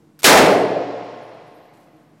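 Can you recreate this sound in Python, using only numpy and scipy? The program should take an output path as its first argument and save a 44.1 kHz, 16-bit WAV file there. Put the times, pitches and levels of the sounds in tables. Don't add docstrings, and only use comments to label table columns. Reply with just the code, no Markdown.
import sys
import numpy as np
from scipy import signal
from scipy.fft import irfft
from scipy.io import wavfile
from scipy.ndimage import uniform_filter1d

SR = 44100
rng = np.random.default_rng(int(sys.argv[2]) if len(sys.argv) > 2 else 0)


def makeup_ratio(level_db):
    decades = np.asarray(level_db, float) / 20
    return 10 ** decades


def inscribe(sig):
    pcm = np.round(np.clip(np.atleast_2d(sig).T, -1, 1) * 32767)
    wavfile.write(sys.argv[1], SR, pcm.astype(np.int16))


N = 97020

SHOT_S = 0.2425
BUILD_S = 0.17


def unit(x):
    return x / np.sqrt(np.mean(x ** 2))


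def read(table, hz):
    rows = np.array(table)
    return np.interp(np.log(hz), np.log(rows[:, 0]), rows[:, 1])


def band(hz, width, lines_db=0.0):
    f = np.fft.rfftfreq(N, 1 / SR)
    cells = rng.standard_normal(SR // 4)[(f / 6).astype(int)]
    real, imaginary = rng.standard_normal((2, len(f)))
    bell = np.exp(-0.5 * ((f - hz) / width * 2) ** 2)
    return unit(irfft((real + 1j * imaginary) * makeup_ratio(lines_db * cells) * bell, N))


def walk(rate):
    k = int(SR / rate)
    x = np.repeat(rng.standard_normal(N // k + 1), k)
    for _ in range(2):
        x = uniform_filter1d(x, k)
    return unit(x[:N])


def fade(since, t60):
    return (since >= 0) * np.exp(-np.log(1000) * np.maximum(since, 0) / t60)


def struck(times, db, t60):
    kicks = np.zeros(N)
    kicks[(times * SR).astype(int)] = makeup_ratio(db)
    return signal.lfilter([1], [1, -np.exp(-np.log(1000) / (t60 * SR))], kicks)


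# frequency in Hz, level in dB per Hz.
AIR_RUSH = [(40, -30.5), (90, -13), (150, -5.5), (320, -14), (450, -20.5), (1000, -24.5), (3000, -37),
            (16000, -45)]
# frequency in Hz, width in Hz, level in dB.
DUCT_HUMS = [(150, 16, -60.5), (228, 18, -65), (311, 52, -57), (465, 14, -68.5)]


def ventilation():
    air = 0
    for hz in 40 * 2 ** (np.arange(18) / 2):
        level_db = read(AIR_RUSH, hz) + 10 * np.log10(hz) + 0.86 * walk(21)
        air = air + makeup_ratio(level_db) * band(hz, hz / 2)
    out = makeup_ratio(-56) * unit(air)
    for hz, width, db in DUCT_HUMS:
        out = out + makeup_ratio(db + 0.89 * walk(11)) * band(hz, width)
    return out


# frequency in Hz, level in dB, time to fade 60 dB in seconds, wavering in Hz.
CASE_TONES = [(6160, -16, .4, 80), (7102, -14, 0.44, 40), (8140, -8, 0.46, 35), (9730, -1, 0.41, 70),
              (11920, -1.5, .7, 140), (12390, -4, .7, 90), (14010, -14, .3, 40)]
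# time in seconds, ring level in dB, tick level in dB.
CASE_BOUNCES = [(.98, -76, -86.5), (1.14, -82, -80), (1.219, -76, -80), (1.34, -86, -84), (1.46, -76, -90),
                (1.54, -73, -82), (1.65, -84, -82), (1.736, -83, -64.5), (1.77, -87, -71),
                (1.80, -91, -69.5), (1.83, -89, -73), (1.959, -80, -88)]


def case():
    times, ring_db, tick_db = np.array(CASE_BOUNCES).T
    shares = rng.standard_normal((len(CASE_TONES), len(CASE_BOUNCES)))
    rattle = band(8000, 12000) + 0.25 * band(4400, 800)
    out = struck(times, tick_db, 0.25) * rattle
    for (hz, db, t60, width), share in zip(CASE_TONES, shares):
        out = out + struck(times, ring_db + db + 3 * share, t60) * band(hz, width)
    return out


# time in seconds, rattle level in dB, ring level in dB,
# time the rattle fades 60 dB in seconds.
EARLY_TICKS = [
    (.191, -45, -40, 0.45),
    (0.219, -41, -51.5, .12),
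    (0.232, -16, -42.5, .02),
    (0.2395, -20, -30.5, 0.022),
]


def early_ticks(t):
    hold_s, stop_s, ring_t60_s = 0.023, 0.003, 0.08
    bright = band(4000, 16000)
    ring = np.sin(2 * np.pi * 12440 * t) + 0.4 * band(1470, 250)
    out = 0
    for at, db, ring_db, t60 in EARLY_TICKS:
        rattle = makeup_ratio(db) * bright * fade(t - at, t60)
        ringing = makeup_ratio(ring_db) * fade(t - at, ring_t60_s) * ring
        stopped = np.clip((at + hold_s - t) / stop_s, 0, 1)
        out = out + (rattle + ringing) * stopped
    return out


# frequency in Hz, level in dB, time to fade 60 dB in seconds.
WALL_TONES = [(117.6, -23, 2.2), (181, -14, 1.3), (287, -12.5, 1.55), (397, -15.5, 1.6),
              (446.6, -11.5, 1.7), (518.3, -20, 2.3), (552, -18, 1.3), (596, -22, 2.4), (650, -18, 0.81),
              (715.5, -17, 2.29), (741, -21, 2.0), (756.7, -6, 1.0), (1070, -28, 2.45), (1230, -31.5, 1.6)]


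def standing_waves(s):
    build = 1 - np.exp(-np.maximum(s, 0) / BUILD_S)
    out = 0
    for hz, db, t60 in WALL_TONES:
        tone = np.sin(2 * np.pi * (hz * s + rng.random()))
        out = out + makeup_ratio(db + 0.86 * walk(8.2)) * build * fade(s, t60) * tone
    return out


# frequency in Hz, level in dB.
HALL_LEVEL = [(60, -42), (150, -6), (300, 2), (600, 7.5), (1200, 2.5), (2000, 5.5), (3200, 3), (5000, 5.5),
              (15000, -1.5)]
# frequency in Hz, time to fade 60 dB in seconds.
HALL_FADE = [(60, 1), (150, 1.2), (300, 1.394), (600, 1.448), (1200, 0.86), (2500, 0.75), (6000, .52),
             (15000, 0.51)]
# frequency in Hz, level against the main one in dB.
FAR_LEVEL = [(60, -35), (300, -31), (700, -19), (1500, -25), (3000, -27), (5000, -33), (8000, -45),
             (15000, -56)]


def reverberation(s):
    build_hz, direct_share = 875, 0.25
    boom_db, boom_s = 0.5, 0.1
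    backstop_s, backstop_db, rise_s, fall_s = 0.125, 9, 0.012, 0.012
    late = np.maximum(s, 0)
    e = np.maximum(s - backstop_s, 0)
    echo = makeup_ratio(backstop_db) * (1 - np.exp(-e / rise_s)) * np.exp(-e / fall_s)
    boom = makeup_ratio(boom_db) * np.exp(-(late / (2 * boom_s)) ** 3)
    flutter = np.cos(2 * np.pi * 24.06 * s + 1.4)
    out = 0
    for hz in 50 * 2 ** (np.arange(26) / 3):
        low = 1 / (1 + (hz / build_hz) ** 3)
        gather_s = BUILD_S * low ** 1.5 + 2e-4
        build = 1 - (1 - direct_share) * np.exp(-(late / gather_s) ** 2)
        main = fade(s, read(HALL_FADE, hz)) * (1 + echo * (1 - low) + low * boom)
        patchy = makeup_ratio(0.5 * walk(14) + 2 * low * flutter)
        far = makeup_ratio(read(FAR_LEVEL, hz)) * fade(s, 2.905 * (hz / 700) ** -0.075)
        roar = band(hz, hz / 4) * main * patchy
        tail = band(hz, hz / 4, lines_db=3) * far
        out = out + makeup_ratio(read(HALL_LEVEL, hz) - 13) * build * (roar + tail)
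    return out


def blast(s):
    length_s = 0.00015
    return makeup_ratio(12.5) * (1 - 2 * s / length_s) * ((s >= 0) & (s < length_s))


def shot(t):
    s = t - SHOT_S
    return blast(s) + reverberation(s) + standing_waves(s)


def scene():
    t = np.arange(N) / SR
    no_deep_bass = signal.butter(3, 100, "high", fs=SR, output="sos")
    hall = signal.sosfilt(no_deep_bass, shot(t))
    return (hall + early_ticks(t) + case() + ventilation())[None]


# frequency in Hz, limit against the whole sound in dB.
TREBLE_LIMIT = [(5000, -80), (7000, -62), (11600, -59), (12300, -66), (12700, -51), (16000, -50)]


def mask(x):
    f, _, z = signal.stft(x, SR, nperseg=1024)
    frames = z.shape[1]
    centre_hz = f[4:512:8]
    power = np.abs(z[:512].reshape(64, 8, -1) ** 2).sum(axis=1) + 1e-18
    spread = rng.standard_normal((64, frames // 3 + 1)).repeat(3, axis=1)[:, :frames]
    limit_db = read(TREBLE_LIMIT, centre_hz)[:, None] + 8 * spread
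    strong = power > power.sum(axis=0) * makeup_ratio(2 * limit_db)
    below_treble = centre_hz[:, None] < TREBLE_LIMIT[0][0]
    z[:512] *= np.repeat(strong | below_treble, 8, axis=0)
    return signal.istft(z, SR)[1][:N]


def band_limit(x):
    return signal.sosfilt(signal.butter(12, 16620, fs=SR, output="sos"), x)


def record(dry):
    ceiling, knee, offset = 0.54, 4.6, 0.0002
    x = dry / (1 + np.abs(dry / ceiling) ** knee) ** (1 / knee)
    coupling = signal.butter(1, [110, 13000], "band", fs=SR, output="sos")
    x = signal.sosfilt(coupling, x) + offset
    x = signal.sosfilt(signal.ellip(8, 0.2, 60, 15800, fs=SR, output="sos"), x)
    mix = mask(x[0])[None]
    return band_limit(mix)


dry = scene()
out = record(dry)
inscribe(out)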